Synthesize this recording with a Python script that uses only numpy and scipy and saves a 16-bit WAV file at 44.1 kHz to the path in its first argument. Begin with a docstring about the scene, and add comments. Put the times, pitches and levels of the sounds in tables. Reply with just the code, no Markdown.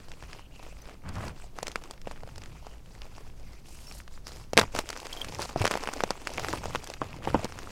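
"""In a quiet room, close to a small microphone, two hands crush dry chalk blocks over a tray of powder.
Chunks snap as damped modes with bursts of splinter noise, and the tray thuds under them in modes of its own.
Crumbs grind and patter as random grains striking small modes, and powder hisses as filtered noise.
Fingers rub and squeak as noise through a moving resonance; the loaded tray wobbles and the room rumbles."""
import sys
import numpy as np
from scipy import signal
from scipy.fft import rfft, irfft
from scipy.io import wavfile
from scipy.ndimage import uniform_filter1d

SR = 44100
rng = np.random.default_rng(int(sys.argv[2]) if len(sys.argv) > 2 else 0)


def voltage_ratio(decibels):
    """Convert decibels (scalar or array-like) to amplitude ratios, 20 dB per decade."""
    exponent = np.asarray(decibels, float) / 20
    return 10 ** exponent


def persist_wave(psi):
    """Save psi, clipped to +-1, as 16-bit WAV."""
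    counts = np.round(np.clip(psi, -1, 1) * 32767).astype(np.int16)
    wavfile.write(sys.argv[1], SR, np.atleast_2d(counts).T)


N = 339999  # length of the scene in samples

# clear fractures and knocks of chunks: (time [s], peak level [dB], pitch [Hz], splinter envelope peak [dB])
SNAPS = [(0.084, -38, 696, -47), (0.1173, -30.5, 1880, -43), (0.225, -31, 880, -41),
         (0.331, -26, 2040, -42.5), (0.598, -37.5, 650, -61.5), (0.628, -36, 975, -47),
         (0.665, -35, 590, -59), (0.8561, -36.5, 1540, -53), (0.895, -32, 1310, -50),
         (1.09, -55, 1500, -37), (1.155, -32, 2500, -43), (1.281, -43, 1500, -34.5),
         (1.587, -23, 1090, -36.5), (1.629, -21.5, 694, -25.5), (1.669, -19.5, 2290, -29.5),
         (1.6808, -21.5, 915, -26), (1.717, -33, 2900, -37), (1.7576, -14, 1390, -27.5),
         (1.838, -35.5, 1200, -40), (1.9099, -30, 850, -29.5), (1.978, -38.5, 1940, -57),
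         (2.016, -39, 1800, -41.5), (2.072, -21.5, 550, -43), (2.112, -27, 900, -41),
         (2.165, -47, 2000, -54), (2.2339, -28.5, 684, -49), (2.275, -32, 596, -48.5),
         (2.359, -35.5, 1510, -42.5), (2.3802, -35, 780, -36.5), (2.419, -32.5, 2400, -52),
         (2.437, -29.5, 2630, -49), (2.459, -33.5, 1920, -45), (2.6676, -29.5, 750, -45),
         (3.0185, -27.5, 2940, -46), (3.1811, -34, 870, -47), (3.913, -30, 2430, -55),
         (3.923, -45, 2400, -38), (4.0022, -32, 1620, -55), (4.0785, -33, 1570, -47),
         (4.1766, -37.5, 1180, -61.5), (4.269, -31, 1120, -35), (4.28, -36, 1540, -38),
         (4.5331, -16.5, 640, -24.5), (4.5699, -12, 557, -21), (4.576, 4, 1980, -10), (4.585, -9, 920, -22),
         (4.5894, -2.5, 1310, -16), (4.5938, -14, 885, -18), (4.5963, -9, 1870, -20),
         (4.6139, -8.5, 1400, -23.5), (4.7502, -23, 1090, -32), (4.768, -24, 1390, -44),
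         (4.789, -12, 1480, -19), (4.89, -28, 1560, -28), (4.903, -22.5, 1340, -26.5),
         (4.9295, -25.5, 1450, -37), (4.974, -40, 1300, -36), (5.001, -30, 2530, -35),
         (5.068, -29, 1070, -32.5), (5.1308, -48, 2830, -31), (5.246, -25, 1740, -33),
         (5.3934, -19.5, 870, -54), (5.419, -38, 810, -24.5), (5.425, -31, 1500, -32),
         (5.456, -27, 790, -37), (5.4936, -26, 1010, -49.5), (5.56, -13.5, 705, -42),
         (5.6093, -21, 510, -53), (5.6164, -17.5, 825, -27.5), (5.6421, -16.5, 590, -30),
         (5.65, -14.5, 1840, -25), (5.654, -10, 1080, -21), (5.6674, -15, 1520, -28),
         (5.6765, -12, 1520, -22.5), (5.711, -14, 1070, -24.5), (5.716, -15.5, 1420, -25.5),
         (5.739, -14, 1340, -28.5), (5.754, -16, 780, -34), (5.7738, -20, 930, -27),
         (5.8366, -22.5, 920, -30.5), (5.874, -14.5, 1320, -30), (5.8882, -16.5, 940, -36),
         (5.936, -25, 1270, -29), (6.0054, -13.5, 1190, -31), (6.0367, -11, 760, -24),
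         (6.106, -13, 830, -20), (6.2719, -16.5, 1460, -26), (6.337, -35, 2020, -32.5),
         (6.3811, -14, 2210, -38.5), (6.3963, -22, 1470, -30), (6.4464, -19, 1190, -27.5),
         (6.485, -17, 1600, -29), (6.5292, -18.5, 1520, -31), (6.5357, -15.5, 970, -42),
         (6.6398, -24.5, 870, -34.5), (6.6564, -21, 720, -31), (6.7492, -14.5, 970, -31),
         (6.7573, -14.5, 1290, -27), (6.8417, -38, 1660, -31), (6.8735, -35, 810, -30),
         (6.9007, -27, 695, -33.5), (6.938, -23.5, 2200, -31), (7.017, -13, 1090, -38),
         (7.274, -13.5, 816, -50), (7.295, -33, 2000, -45), (7.3454, -7, 862, -53), (7.3496, -17, 252, -52),
         (7.4447, -16, 442, -24.5), (7.453, -22.5, 800, -36), (7.5227, -27.5, 1180, -42),
         (7.5886, -25.5, 1390, -33), (7.673, -28.5, 1200, -56)]
# modes of the tray, levels relative to the thud:
# (frequency [Hz], level under a crisp snap [dB], level under a soft knock [dB], t60 [s])
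TRAY_MODES = [(137, -25, -6, 0.066), (211, -13.5, -11.5, 0.053), (279, -2, 4.5, 0.014),
              (420, 6, -0.5, 0.011)]
# squeezes and rubs of the hands:
# (start [s], length [s], effort level at mid-stroke [dB], swell over the stroke [dB], dust above crumbs [dB])
STROKES = [(0.0, 0.39, -54, 4, -6), (0.534, 0.26, -57.5, -0.5, -3.5), (0.855, 0.073, -53.5, -2, -9),
           (1.042, 0.23, -48.5, 13.5, -11.5), (1.353, 0.09, -56.5, 7, -5.5), (1.568, 0.36, -53, -4, -6.5),
           (2.08, 0.17, -55.5, -14, -9), (2.272, 0.48, -57.5, 1.5, -5), (2.86, 0.42, -58, 3.5, -4.5),
           (3.377, 0.21, -60.5, 2.5, -2), (3.658, 0.34, -59.5, 3.5, 2), (4.125, 0.043, -63, 0, 6),
           (4.277, 0.15, -52.5, -4.5, -0.5), (4.613, 0.0055, -33, -5, -11), (4.754, 0.058, -40, -3.5, -6.5),
           (4.865, 0.48, -46, 2, -5), (5.401, 0.087, -43, -4, -3), (5.573, 0.048, -37, 7.5, -9.5),
           (5.648, 0.51, -43, -5, -8), (6.203, 0.35, -43.5, 9.5, -7), (6.505, 0.44, -46.5, -7, -5.5),
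           (7.013, 0.15, -47.5, 1, -9.5), (7.246, 0.2, -42, 1, -11), (7.447, 0.47, -48, 3, -5.5)]
# spectrum of crumbs and debris: (frequency [Hz], relative level [dB])
CRUMB_SPECTRUM = [(130, -54), (250, -5.5), (500, -0.5), (1000, -1), (1700, -6), (2600, -3), (3600, -11),
                  (6000, -63)]
# spectrum of powder and splinters: (frequency [Hz], relative level [dB])
POWDER_SPECTRUM = [(2400, -11.5), (3700, -5), (4800, -0.5), (7000, -4.5), (11000, -14), (16000, -22)]
# spectral tilts of the ticks, from dull to bright, dealt to the grains at random:
# (level at the top of the band [dB])
TICK_TILTS_DB = [-14, -4, 9]
# fingers sliding over chalk and powder:
# (start [s], length [s], resonance [Hz], bandwidth of each pole [Hz], level before shaping [dB])
RUBS = [(0.197, 0.29, 2600, 900, -63), (0.503, 0.26, 2600, 695, -61), (0.817, 0.0091, 6060, 250, -44),
        (1.034, 0.106, 794, 2370, -50.5), (1.131, 0.19, 595, 2200, -45), (1.122, 0.186, 6000, 11000, -58.5),
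        (1.388, 0.083, 7850, 2500, -62.5), (2.478, 0.3, 2670, 650, -66), (3.417, 0.19, 2250, 800, -65),
        (3.662, 0.32, 2730, 700, -66), (3.634, 0.4, 7700, 10900, -57.5), (3.869, 0.058, 5500, 280, -46.5),
        (5.128, .012, 3250, 250, -33.5), (5.171, 0.03, 3200, 200, -42), (5.215, 0.014, 3215, 220, -29.5)]
# the hands lean on the tray: (start [s], length [s], load level [dB])
LEANS = [(0.23, 0.033, -50.5), (1.063, 0.037, -38.5), (1.147, 0.15, -39.5), (2.05, 0.5, -51.5),
         (2.885, 0.64, -57), (4.265, 0.14, -55.5), (4.56, 0.083, -38.5), (4.748, 0.021, -44.5),
         (5.252, 0.22, -47), (6.357, 0.42, -44), (7.012, 0.22, -46.5), (7.273, 0.12, -39.5),
         (7.45, .3, -50.5)]
# heavy pushes that set the whole tray bouncing: (time [s], level [dB])
BOUNCES = [(1.168, -26), (5.607, -20)]
# spectrum of the room: (frequency [Hz], relative level [dB])
RUMBLE_SPECTRUM = [(5, -9.5), (14, 9.5), (36, -12.5), (52, 0), (70, -14.5), (125, -14.5), (300, -26),
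                   (2000, -43), (16000, -53.5)]

# the thud grows more than in proportion to the snap (dB per dB), and is larger for big (low) chunks
THUD_DB, THUD_GROWTH, THUD_DB_PER_OCTAVE = -1, 1.34, -9
TRAY_RISE_S = 0.001  # time constant: the tray takes up a blow through the powder
GRIP_DB_PER_S, LET_GO_DB_PER_S = 457, 264  # how fast a stroke sets in and dies away
GRAINS_PER_S = 400  # before clumping
BITE = 0.3  # exponent: ticks stand further out of the dust as the hands press harder
IDLE_CRUMB_DB, IDLE_DUST_DB, IDLE_TRAY_DB = -102, -72, -71  # the trickle between strokes and leans
GAP_CLOSES_PER_S, GAP_WANDER = 0.39, 0.063  # climb and rms drift of a wide rub, as shares of its pitch
SQUEAK_FADE_DB = 17
BOUNCE_HZ, BOUNCE_T60_S = 102.6, 0.17
RUMBLE_DB = -43.5


def noise():
    """White noise: independent Gaussian samples, equal power at all frequencies."""
    return rng.standard_normal(N)


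def unit(x):
    """Normalization: scales a signal to rms 1."""
    return x / np.sqrt(np.mean(x ** 2) + 1e-20)


def coloured(x, points):
    """Linear filtering: weights the spectrum by a curve through (Hz, dB) points, then sets rms 1."""
    f, db = np.transpose(points)
    hz = np.fft.rfftfreq(len(x), 1 / SR)
    gain = voltage_ratio(np.interp(np.log(hz + 1), np.log(f), db))
    return unit(irfft(rfft(x) * gain, len(x)))


def ring(hz, t60, size=1500):
    """Damped free vibration: a struck mode decays exponentially from height 1."""
    t = np.arange(size) / SR
    return np.sin(2 * np.pi * hz * t) * voltage_ratio(-60 * t / t60)


def patchy(x, depth_db):
    """Spectral fluctuation: the colour shifts in patches about 2 kHz wide and 15 ms long."""
    z = signal.stft(x, nperseg=256)[2]
    field = uniform_filter1d(rng.standard_normal(z.shape), size=12, axis=0)
    field = uniform_filter1d(field, size=5, axis=1)
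    return signal.istft(z * voltage_ratio(depth_db * unit(field)), nperseg=256)[1][:len(x)]


def add(mix, s, sound):
    """Superposition: adds a sound to the mix, in place, at s seconds."""
    part = mix[round(s * SR):][:len(sound)]
    part += sound[:len(part)]


def stroke(start, length, db, swell_db=0):
    """Power envelope of one stroke: quick onset, hold with a steady swell, slower release."""
    t = np.arange(0, N, 64) / SR - start
    hold_db = db + swell_db * (np.clip(t / length, 0, 1) - 0.5)
    onset_db = GRIP_DB_PER_S * np.minimum(t, 0)
    release_db = -LET_GO_DB_PER_S * np.maximum(t - length, 0)
    return voltage_ratio(hold_db + onset_db + release_db) ** 2


def work(powers, idle_db):
    """Incoherent addition: strokes add their power over an idle trickle; a gain for every sample."""
    gain = np.sqrt(sum(powers) + voltage_ratio(idle_db) ** 2)
    return np.interp(np.arange(N), np.arange(0, N, 64), gain)


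def snaps():
    """Brittle fracture: damped modes, a splinter burst and crunch; soft knocks ring longer; the tray thuds."""
    out, t = np.zeros(N), np.arange(1500) / SR
    cushion = 1 - np.exp(-np.arange(4000) / SR / TRAY_RISE_S)
    splinters, debris = coloured(noise(), POWDER_SPECTRUM), coloured(noise(), CRUMB_SPECTRUM)
    for s, db, hz, splinter_db in SNAPS:
        mode_luck, crack_luck = rng.random(2)
        here = slice(round(s * SR), round(s * SR) + 1500)
        soft = db - splinter_db > 24
        if soft:  # soft contact, two low modes
            body = ring(hz, 13 / hz) + ring(0.55 * hz, 4.6 / hz)
            body *= 1 - np.exp(-t * hz * 6)
        else:
            body = ring(hz, 4.2 / hz) - 0.4 * ring(hz * (1.7 + mode_luck), 0.003)
            body *= 1 - np.exp(-t * hz * 4)
        add(out, s, voltage_ratio(db) * body / abs(body).max())

        # the crack bursts out at once, its length differs from piece to piece, and dust sprays after it
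        crack = voltage_ratio(-60 * t / (0.004 + 0.007 * crack_luck))
        spray = 0.07 * voltage_ratio(-60 * t / 0.045)
        burst = (1 - np.exp(-t / 0.00012)) ** 2 * (crack + spray)
        grit = uniform_filter1d(splinters[here], size=4 if soft else 2)
        add(out, s, voltage_ratio(splinter_db) / burst.max() * burst * grit)

        crunch = np.sqrt(t / 0.0016) * voltage_ratio(-60 * t / (0.045 if soft else 0.02))
        add(out, s, voltage_ratio(db - 15.5) * crunch * uniform_filter1d(debris[here], size=20 if soft else 1))

        thud_db = THUD_DB + THUD_GROWTH * db + THUD_DB_PER_OCTAVE * np.log2(hz / 800)
        for mode_hz, crisp_db, soft_db, t60 in TRAY_MODES:
            level = voltage_ratio(thud_db + (soft_db if soft else crisp_db))
            add(out, s, -level * ring(mode_hz, t60, size=4000) * cushion)
    return out


def crumble():
    """Shot noise: grains give way in clumps, few large among many small; each knocks dully and puffs powder."""
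    clump = voltage_ratio(3.5 * unit(uniform_filter1d(noise(), size=900)))
    breaks = rng.random(N) < GRAINS_PER_S * clump / SR
    size = voltage_ratio(4.6 * np.minimum(rng.exponential(1, N), 3.6)) * breaks
    shape, knocks = rng.integers(0, 24, N), np.zeros(N)
    for k, hz in enumerate(np.geomspace(250, 3200, num=24)):
        knocks += signal.oaconvolve(size * (shape == k), ring(hz, 9.7 / hz) * np.sqrt(hz))[:N]

    t = np.arange(800) / SR
    puff = (1 - np.exp(-t / 0.0001)) * voltage_ratio(-60 * t / 0.004)  # bursts out, then settles
    puffs = unit(signal.oaconvolve(size, puff)[:N])
    ticks = np.zeros(N)
    for k, db in enumerate(TICK_TILTS_DB):
        envelope = signal.oaconvolve(size * (shape % len(TICK_TILTS_DB) == k), puff)[:N]
        ticks += envelope * coloured(noise(), [(2000, -db), (SR / 2, db)])
    ticks = unit(ticks)

    friction = (0.68 + 0.33 * puffs) * clump ** 0.3 * noise()
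    grind = coloured(0.58 * unit(knocks) + friction, CRUMB_SPECTRUM)
    crumbs = work([stroke(*row[:4]) for row in STROKES], IDLE_CRUMB_DB)
    dust = work([stroke(*row[:4]) * voltage_ratio(row[4]) ** 2 for row in STROKES], IDLE_DUST_DB)
    bite = 0.6 * (crumbs / np.median(crumbs)) ** BITE
    hiss = clump ** 0.3 * (0.68 * patchy(noise(), 3.5) + bite * ticks)
    return crumbs * grind + dust * coloured(hiss, POWDER_SPECTRUM)


def rubs():
    """Friction noise excites the moving resonance of the gap between skin and chalk; narrow ones squeak."""
    out, t = np.zeros(N), np.arange(-2000, 18000) / SR  # the first 2000 samples let the filter settle
    for s, length, hz, width, db in RUBS:
        grit, bumps, drift = rng.standard_normal((3, len(t)))
        grit = signal.lfilter([1, -1], [1, -0.96], grit)
        grit *= voltage_ratio(3.4 * unit(uniform_filter1d(bumps, size=500)))
        climb = GAP_CLOSES_PER_S * (t - length / 2)
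        wander = GAP_WANDER * unit(uniform_filter1d(drift, size=3000))
        pitch = hz * (1 + (width > 300) * (climb + wander))

        # three equal poles at zero frequency, shifted up to the moving pitch
        r = np.exp(-np.pi * width / SR)
        turn = np.exp(2j * np.pi * np.cumsum(pitch) / SR)
        tuned = (turn * signal.lfilter([1], np.poly([r, r, r]), grit / turn)).real

        # a squeak starts quickly with a scratch and fades
        n = round(length * SR)
        squeak = width < 300
        fade = voltage_ratio(-squeak * SQUEAK_FADE_DB * np.arange(n) / n)
        shape = signal.windows.tukey(n, 0.06 if squeak else 0.25) * fade
        scratch = squeak * 0.44 * shape * grit[2000:2000 + n]
        add(out, s, voltage_ratio(db) * shape * (unit(tuned[2000:2000 + n]) + scratch))
    return out


def tray():
    """Forced and free vibration: the loaded tray wobbles, strongest near 85 Hz, and bounces when pushed hard."""
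    load = work([stroke(*row) for row in LEANS], IDLE_TRAY_DB)
    wobble = [(45, -18), (85, 2.5), (120, -4.5), (170, -6.5), (500, -26), (2500, -85)]  # (Hz, dB)
    out = load * coloured(noise(), wobble)
    for s, db in BOUNCES:
        add(out, s, -voltage_ratio(db) * ring(BOUNCE_HZ, BOUNCE_T60_S, size=8000))
    return out


def room():
    """Stationary background noise: low rumble of the building and faint hiss."""
    return voltage_ratio(RUMBLE_DB) * coloured(noise(), RUMBLE_SPECTRUM)


def scene():
    """Superposition of the chalk, hands and tray over the room, in one channel."""
    return (snaps() + crumble() + rubs() + tray() + room())[None]


def top_cut(x):
    """Nothing passes above the cut-off."""
    return signal.sosfilt(signal.butter(12, 15950, fs=SR, output="sos"), x)


def record(dry):
    """Band limiting and saturation: the top edge is filtered off, then the converter clips at full scale."""
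    low_pass = signal.cheby2(12, 50, 16700, fs=SR, output="sos")
    mix = np.clip(signal.sosfilt(low_pass, dry), -1, 1)
    return top_cut(mix)


dry = scene()
out = record(dry)
persist_wave(out)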